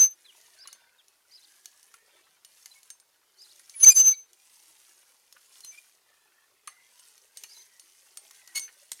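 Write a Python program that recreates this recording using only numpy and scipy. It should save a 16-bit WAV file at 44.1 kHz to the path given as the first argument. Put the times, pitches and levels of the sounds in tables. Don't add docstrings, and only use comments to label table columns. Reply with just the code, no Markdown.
import sys
import numpy as np
from scipy import signal
from scipy.fft import rfft, irfft, next_fast_len
from scipy.io import wavfile
from scipy.ndimage import uniform_filter1d, map_coordinates

SR = 44100
rng = np.random.default_rng(int(sys.argv[2]) if len(sys.argv) > 2 else 0)


def master(y):
    cut = np.clip(np.atleast_2d(y).T, -1, 1)
    pcm = np.round(cut * 32767)
    wavfile.write(sys.argv[1], SR, pcm.astype(np.int16))


N = 396900
TOP_HZ = 16050
TIME = np.arange(N) / SR


def amp(db):
    return 10 ** (np.asarray(db) / 20)


def unit(x):
    return x / np.sqrt(np.mean(x ** 2) + 1e-20)


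def add(track, s, sound):
    part = track[max(round(s * SR), 0):][:len(sound)]
    part += sound[:len(part)]


def wobble(rate_hz, size=N):
    knots = rng.standard_normal(int(size * rate_hz / SR) + 4)
    return map_coordinates(knots, [np.arange(size) * rate_hz / SR])


def coloured(x, spectrum):
    m = next_fast_len(len(x) + 8192)
    hz, db = np.transpose(spectrum)
    log_hz = np.log(np.fft.rfftfreq(m, 1 / SR) + 1)
    gain = amp(np.interp(log_hz, np.log(hz), db))
    return unit(irfft(rfft(x, m) * gain, m)[:len(x)])


def patchy(x, depth_db):
    z = signal.stft(x, nperseg=2048)[2]
    field = uniform_filter1d(rng.standard_normal(z.shape), size=4, axis=0)
    field = uniform_filter1d(field, size=5, axis=1)
    gain = amp(depth_db * np.clip(unit(field), -2, 2))
    return signal.istft(z * gain, nperseg=2048)[1][:N]


def grains(count, centre_hz, spread, cycles, scatter_db, size):
    start, pick, strength = rng.random((count, 3)).T
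    hz = np.minimum(centre_hz * np.exp(spread * (2 * pick - 1)), TOP_HZ)[:, None]
    turns = hz * np.arange(size) / SR
    heavy = np.minimum(-np.log(1 - strength), 5)
    rings = np.sin(2 * np.pi * turns) * np.exp(-turns / cycles)
    rings *= amp(scatter_db * heavy)[:, None]
    where = (start * N).astype(int)[:, None] + np.arange(size)
    return unit(np.bincount(where.ravel(), rings.ravel(), N)[:N])


def ringing(modes, t, detune, vary_db):
    hz, db, t60_s = np.transpose(modes)[:, :, None]
    level, shift, phase = rng.uniform(-np.sqrt(3), np.sqrt(3), (3, len(modes), 1))
    envelope = amp(db + vary_db * level - 60 * t / t60_s)
    turns = hz * (1 + detune * shift) * t + phase
    return np.sum(envelope * np.sin(2 * np.pi * turns), axis=0)


def outdoors(x, wet_db, t60_s):
    t = np.arange(SR // 3) / SR
    tail = rng.standard_normal(len(t)) * amp(-60 * t / t60_s) * (1 - np.exp(-t / 0.0093))
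    return x + amp(wet_db) * signal.fftconvolve(x, tail / np.linalg.norm(tail))[:N]


# fastest_s, speed_up_s, slow_down_s, crumble_db, grit_db
STROKES = [(0.36, .22, 0.27, -66, -64), (0.761, 0.23, 0.18, -65, -86), (1.7, 0.38, 0.29, -74, -65.5),
           (2.08, 0.22, 0.32, -67.5, -74), (2.64, 0.16, 0.27, -74.5, -64), (3.601, 0.2, .3, -68.5, -62.5),
           (4.7, 0.34, 0.5, -72.5, -64.5), (5.719, 0.44, 0.22, -71, -62.5), (6.28, 0.25, 0.24, -72, -80.5),
           (6.8, .15, 0.17, -67, -69.5), (7.03, 0.147, 0.28, -71.5, -65.5), (7.5, 0.15, 0.21, -67.5, -60.5),
           (8.0, 0.26, 0.18, -72.5, -63.5), (8.48, 0.37, 0.27, -64, -62.5), (8.95, 0.23, .2, -68, -63.5)]
SETTLE_CRUMBLE_DB, SETTLE_GRIT_DB = -73, -79
STROKE_SHAPE = 3.5


def effort(column):
    rows = np.array(STROKES)
    fastest_s, rise_s, fall_s = rows.T[:3, :, None]
    peak_db = rows.T[3:][column][:, None]
    coarse_s = TIME[::100]
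    lag_s = coarse_s - fastest_s
    width_s = np.where(lag_s < 0, rise_s, fall_s)
    swells = amp(peak_db) * np.exp(-np.abs(lag_s / width_s) ** STROKE_SHAPE)
    settle = amp((SETTLE_CRUMBLE_DB, SETTLE_GRIT_DB)[column])
    level_db = 10 * np.log10(np.sum(swells ** 2, axis=0) + settle ** 2)
    return np.interp(TIME, coarse_s, level_db)


# freq_hz, density_db_per_hz
CRUMBLE = [(18, -54.5), (30, -24), (106, -12.5), (261, -15), (383, -1.5), (551, -8.5), (683, -10.5),
           (922, -5), (1270, -6), (1410, -3), (2360, -0.5), (2580, -0.5), (5000, -3.5), (6500, -29.5),
           (11000, -120)]
# freq_hz, density_db_per_hz
GRIT = [(1180, -29.5), (2000, -3), (2180, -10), (2910, -5), (3490, -10), (4010, -10), (4900, -5.5),
        (6200, -1.5), (7840, -5), (8630, -1.5), (10200, -1), (13900, -9), (16000, -16.5)]
# freq_hz, level_db, t60_s
WHEEL = [(2252, -17, .05), (2940, -7, .08), (4380, -10, .11), (6320, -3.5, 0.15), (8600, 0.5, 0.097),
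         (9200, -0.5, .1), (10340, 2, 0.066), (11300, -9.5, 0.076)]
CRUMBLE_TRIM_DB, GRIT_TRIM_DB, SINGING_DB = -1.8, 3.0, -15


def soil():
    crumble_db, grit_db = effort(0), effort(1)
    digging_db = 1.3 * wobble(24) + 0.81 * wobble(9) + 0.7 * wobble(70)
    crumbs = grains(count=9000, centre_hz=1540, spread=1.1, cycles=1.9, scatter_db=3.5, size=400)
    sand = grains(count=24000, centre_hz=7050, spread=0.75, cycles=1.5, scatter_db=4.0, size=80)
    crumble = coloured(patchy(0.5 * crumbs + rng.standard_normal(N), depth_db=6.5), CRUMBLE)
    grit = coloured(patchy(0.96 * sand + rng.standard_normal(N), depth_db=3.0), GRIT)
    wheel = ringing(WHEEL, np.arange(SR // 8) / SR, detune=0.002, vary_db=1)
    singing = unit(signal.fftconvolve(sand, wheel)[:N])
    crumbling = crumble * amp(crumble_db + digging_db + CRUMBLE_TRIM_DB)
    sliding = (grit + amp(SINGING_DB) * singing) * amp(grit_db + digging_db + GRIT_TRIM_DB)
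    return crumbling + sliding


# freq_hz, density_db_per_hz
GARDEN = [(15, -37.5), (25, -9), (180, -11), (373, -3.5), (1020, 0.5), (2610, -6.5), (5280, -2),
          (7710, -4.5), (9070, -2.5), (14800, -5.5), (16000, -15)]


def garden_air():
    return amp(-71) * coloured(rng.standard_normal(N), GARDEN)


# peak_s, half_length_s, level_db
SQUEALS = [(0.022, .038, -13), (0.115, .02, -43.5), (3.822, .015, -33), (3.84, .009, -8), (3.883, .018, -1),
           (3.978, .018, -14), (4.008, .017, -12), (4.05, .025, -19.5), (4.08, .022, -12.5),
           (4.116, .015, -20.5), (4.18, .048, -45), (5.692, .026, -44), (7.6, .045, -54),
           (8.635, .033, -40)]
# freq_hz, density_db_per_hz
HISS = [(20, -3), (55, 4), (100, -1), (1000, 0.5), (4000, -2.5), (7000, 0.5), (12000, 1), (16000, -1.5)]
SQUEAL_HZ = 6181
SQUEAL_CEILING_DB = -6


def squeal():
    peak_s, half_s, db = np.transpose(SQUEALS)[:, :, None]
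    swells = amp(db) * np.exp(-np.minimum(((TIME - peak_s) / half_s) ** 2, 20))
    drive = np.sqrt(np.sum(swells ** 2, axis=0))
    level = drive / (1 + (drive / amp(SQUEAL_CEILING_DB)) ** 4) ** (1 / 4)
    pitch_hz = SQUEAL_HZ * (1 + 0.0027 * wobble(250))
    phase = 2 * np.pi * np.cumsum(pitch_hz) / SR
    octave = amp(-24.5 + 4.3 * wobble(70)) * np.sin(2 * phase + 0.3 * wobble(300))
    tone = np.sqrt(2) * (np.sin(phase) + octave)
    hiss_grains = grains(count=12000, centre_hz=6030, spread=0.9, cycles=6.21, scatter_db=-0.5, size=200)
    hiss = amp(-23) * coloured(0.5 * hiss_grains + rng.standard_normal(N), HISS)
    return level * amp(0.5 * wobble(180)) * (tone + hiss)


# start_s, level_db, ring_db
CLINKS = [(0.4125, -42, -14), (0.6739, -30, -9), (0.7284, -29.5, -13), (1.0824, -41.5, -18),
          (1.657, -26, -16), (1.8292, -39.5, -15), (1.9401, -37.5, -13), (2.4478, -31.5, -16),
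          (2.6584, -28, -17), (2.831, -38, -15), (2.9024, -29.5, -10.5), (2.9996, -42, -15),
          (3.4192, -40, -16), (3.5946, -40, -12), (3.696, -32, -16), (4.3316, -39, -16.5),
          (5.3256, -32, -19), (5.6057, -33.5, -17), (5.6469, -28, -15.5), (6.6737, -32, -6),
          (6.9945, -41, -10), (7.1781, -41, -12), (7.3718, -25.5, -14.5), (7.4361, -24.5, -14.5),
          (7.796, -35.5, -10.5), (8.172, -24.5, -17), (8.3096, -32, -17.5), (8.4752, -31.5, -15),
          (8.5559, -19, -9), (8.5944, -22.5, -9.5), (8.9175, -15.5, -16), (8.9304, -30, -15.5)]
# freq_hz, density_db_per_hz
CRACK = [(100, -20), (600, -16), (2000, -9.5), (4500, 2), (6500, 7), (9000, -4.5), (12000, -2.5),
         (16000, -14.5)]
CLINK_TRIM_DB, RING_TRIM_DB = -7, -4.5
SCRATCH_DB, SCRATCH_T60_S = -20.5, 0.065
CLINK_T60_S, CLINK_RING_DB = 0.015, -14.5
RING_DB_PER_DOUBLING = 16
TICKS_PER_S, TICK_OVER_GRIT_DB, TICK_SCATTER_DB, TICK_RING_DB = 18, 9.5, 3, -17


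def clinks():
    track, t = np.zeros(N), np.arange(SR // 5) / SR
    when, pick = rng.random((round(TICKS_PER_S * N / SR), 2)).T
    heavy = np.minimum(-np.log(1 - pick), 3)
    tick_db = effort(1)[(when * N).astype(int)] + TICK_OVER_GRIT_DB + TICK_SCATTER_DB * heavy
    ticks = [(s, db, TICK_RING_DB) for s, db in zip(when * N / SR, tick_db)]
    for s, db, ring_db in list(CLINKS) + ticks:
        t60_s = CLINK_T60_S * 2 ** ((ring_db - CLINK_RING_DB) / RING_DB_PER_DOUBLING)
        fade = amp(-60 * t / t60_s) + amp(SCRATCH_DB - 60 * t / SCRATCH_T60_S)
        crack = coloured(rng.standard_normal(len(t)), CRACK) * fade
        ring = amp(ring_db + RING_TRIM_DB) * ringing(WHEEL, t, detune=0.0018, vary_db=7)
        onset = 1 - np.exp(-45 * t / t60_s)
        add(track, s, amp(db + CLINK_TRIM_DB) * (crack + ring) * onset)
    return track


# start_s, level_db, pitch_hz
KNOCKS = [(0.655, -45, 1173), (0.684, -48.5, 1300), (1.941, -45.5, 1340), (2.658, -47, 2200),
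          (2.903, -53, 1740), (3.596, -51.5, 1740), (5.365, -45.5, 1430), (6.676, -35, 1260),
          (7.44, -41.5, 2410), (8.172, -50.5, 1440), (8.308, -52, 1088), (8.679, -47, 1800),
          (8.689, -45, 1730), (8.917, -42, 1900), (8.994, -43.5, 2190)]
# pitch_ratio, level_db, t60_s
KNOCK_MODES = [(0.829, -6, 0.055), (1.018, 6.5, 0.033), (1.25, -3, .027), (1.6, -2.5, .03)]
KNOCK_TRIM_DB = -6.0
CLODS_PER_S, CLOD_OVER_CRUMBLE_DB, CLOD_LOW_HZ, CLOD_OCTAVES = 17, 7, 852, 1.8


def knocks():
    track, t = np.zeros(N), np.arange(SR // 8) / SR
    thud_spectrum = [(60, -17), (500, -20), (1500, -4), (2600, 0), (5000, -19.5)]
    when, pick = rng.random((round(CLODS_PER_S * N / SR), 2)).T
    clod_db = effort(0)[(when * N).astype(int)] + CLOD_OVER_CRUMBLE_DB
    clods = zip(when * N / SR, clod_db, CLOD_LOW_HZ * 2 ** (CLOD_OCTAVES * pick))
    for s, db, hz in list(KNOCKS) + list(clods):
        thud = coloured(rng.standard_normal(len(t)), thud_spectrum) * amp(-60 * t / 0.051)
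        ring = ringing(np.array(KNOCK_MODES) * [hz, 1, 1], t, detune=0.055, vary_db=1.5)
        onset = 1 - np.exp(-t / 0.001)
        add(track, s, amp(db + KNOCK_TRIM_DB) * (ring + 0.81 * thud) * onset)
    return track


NOTE_TRIM_DB = 5


def note(length_s, start_hz, middle_hz, end_hz, db):
    u = np.linspace(0, 1, round(length_s * SR))
    glide = np.polyfit([0, 0.5, 1], [start_hz, middle_hz, end_hz], 2)
    hz = np.polyval(glide, u) * (1 + 0.017 * wobble(300, size=len(u)))
    phase = 2 * np.pi * np.cumsum(hz) / SR
    whistle = np.sin(phase) + amp(-25) * np.sin(2 * phase)
    return amp(db + NOTE_TRIM_DB) * np.sin(np.pi * u) * whistle


# start_s, level_db
BIRD_CALLS = [(0.574, -52), (1.303, -53.5), (3.372, -53), (7.475, -54)]
# delay_s, length_s, start_hz, middle_hz, end_hz, level_db
BIRD_PHRASE = [(0, 0.077, 4000, 4880, 4480, -4), (0.029, 0.052, 3304, 5210, 3010, -1.5),
               (0.009, 0.022, 5100, 6000, 6900, -10.5), (0.027, 0.013, 4370, 5480, 4100, -15),
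               (0.072, 0.0247, 3590, 4090, 3640, -6.5), (0.109, 0.046, 3260, 4140, 5223, -10),
               (0.136, 0.02, 5400, 4300, 3000, -5.5)]
# start_s, start_hz, level_db
BIRD_CHIPS = [(0.243, 4350, -57), (0.279, 3580, -56), (0.98, 3950, -62)]
CHIP_S, CHIP_MIDDLE, CHIP_END = 0.036, 0.87, 0.75


def bird():
    track = np.zeros(N)
    for s, call_db in BIRD_CALLS:
        for delay_s, *shape in BIRD_PHRASE:
            add(track, s + delay_s, amp(call_db) * note(*shape))
    for s, hz, db in BIRD_CHIPS:
        add(track, s, note(CHIP_S, hz, CHIP_MIDDLE * hz, CHIP_END * hz, db))
    return track


# start_s, end_s, start_hz, end_hz, level_db
WHIRRS = [(0.33, 0.566, 2010, 1790, -72), (0.552, 1.025, 1572, 1508, -70),
          (1.349, 2.146, 1573, 1880, -75.5), (6.054, 6.52, 1776, 1780, -73.5),
          (6.648, 6.903, 1950, 2140, -69), (7.479, 7.796, 2304, 1873, -67.5),
          (8.284, 8.56, 2196, 1850, -65)]
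WHIRR_FADE_S, WHIRR_TRIM_DB = 0.028, -2


def whirr():
    track = np.zeros(N)
    for start_s, end_s, start_hz, end_hz, db in WHIRRS:
        t = np.arange(round((end_s - start_s) * SR)) / SR
        size = len(t)
        phase = 2 * np.pi * np.cumsum(np.linspace(start_hz, end_hz, size)) / SR
        band = unit(wobble(171, size) * np.sin(phase) + wobble(190, size) * np.cos(phase))
        fade = np.minimum(np.minimum(t, t[::-1]) / WHIRR_FADE_S, 1)
        level = amp(db + 3.2 * wobble(18.6, size) + WHIRR_TRIM_DB)
        add(track, start_s, level * fade * band)
    return track


# peak_s, half_length_s, pitch_hz, level_db, roughness_share
SQUEAKS = [(2.721, .009, 4050, -53, 0.0055), (2.775, 0.021, 2210, -60.5, 0.0028),
           (3.749, .007, 2310, -53, .004), (3.78, .025, 10340, -40.5, .001),
           (3.821, .024, 10325, -27.5, .002), (3.845, .007, 8520, -28, 0.0055),
           (3.848, .006, 2290, -37, 0.01), (3.85, .008, 4606, -35, .006),
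           (3.918, .015, 2444, -34.5, 0.0023), (3.921, .022, 8900, -41.5, .002),
           (3.956, .015, 10400, -36, .003), (3.982, .026, 4780, -37, 0.0094),
           (3.985, .026, 7550, -32.5, .003), (3.975, .02, 11000, -38.5, .005),
           (4.006, .011, 2910, -45, 0.0071), (4.139, .012, 2264, -50, 0.0048),
           (4.143, .01, 4490, -52.5, .004), (4.145, .011, 3940, -50.5, 0.0036),
           (5.649, .016, 4175, -54, 0.0064), (5.743, .027, 2326, -57.5, .015),
           (5.783, .008, 2420, -49.5, .005), (7.573, .012, 4033, -57, 0.0047),
           (8.571, .019, 2192, -38, .011), (8.576, .009, 4460, -36, 0.0035)]
# multiple, level_db
OVERTONES = [(2, -0.5), (3, 1.5), (4, -3), (5, -8.5)]
# freq_hz, density_db_per_hz
RASP = [(30, -14.5), (500, -11), (2000, -5), (6000, 2), (10500, -1.5), (13000, -9), (16000, -13)]
RICH_HZ, RICH_AT_DB, RICHEST_DB = 2600, -41.5, 4
RICHER_DB_PER_DB, PURER_DB_PER_OCTAVE = 1.6, 20.5


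def squeaks():
    track = np.zeros(N)
    t = np.arange(-SR // 8, SR // 8) / SR
    size = len(t)
    for s, half_s, hz, db, rough in SQUEAKS:
        octaves_off = abs(np.log2(hz / RICH_HZ))
        richness_db = RICHER_DB_PER_DB * (db - RICH_AT_DB) - PURER_DB_PER_OCTAVE * octaves_off
        richness_db = min(richness_db, RICHEST_DB)
        phase = 2 * np.pi * np.cumsum(hz * (1 + rough * wobble(990, size))) / SR
        upper = sum(amp(level_db) * np.sin(multiple * phase)
                    for multiple, level_db in OVERTONES if multiple * hz < TOP_HZ)
        tone = np.sqrt(2) * (np.sin(phase) + amp(richness_db) * upper)
        chatter = amp(2.6 * wobble(170, size)) * (1 + 22 * rough * wobble(2200, size))
        rasp = (0.1 + 26 * rough) * np.std(tone) * coloured(rng.standard_normal(size), RASP)
        swell = np.exp(-np.abs(t / half_s) ** 4.7)
        add(track, s + t[0], amp(db) * swell * (tone * chatter + rasp))
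    return track


def scene():
    impacts_and_squeaks = outdoors(clinks() + knocks() + squeaks(), wet_db=-15.5, t60_s=0.26)
    tool = soil() + whirr() + squeal() + impacts_and_squeaks
    return (tool + outdoors(bird(), wet_db=-14.0, t60_s=0.29) + garden_air())[None]


def record(dry):
    m = next_fast_len(N + SR // 2)
    passed = np.fft.rfftfreq(m, 1 / SR) < TOP_HZ
    return irfft(rfft(dry, m) * passed, m)[:, :N]


dry = scene()
out = record(dry)
master(out)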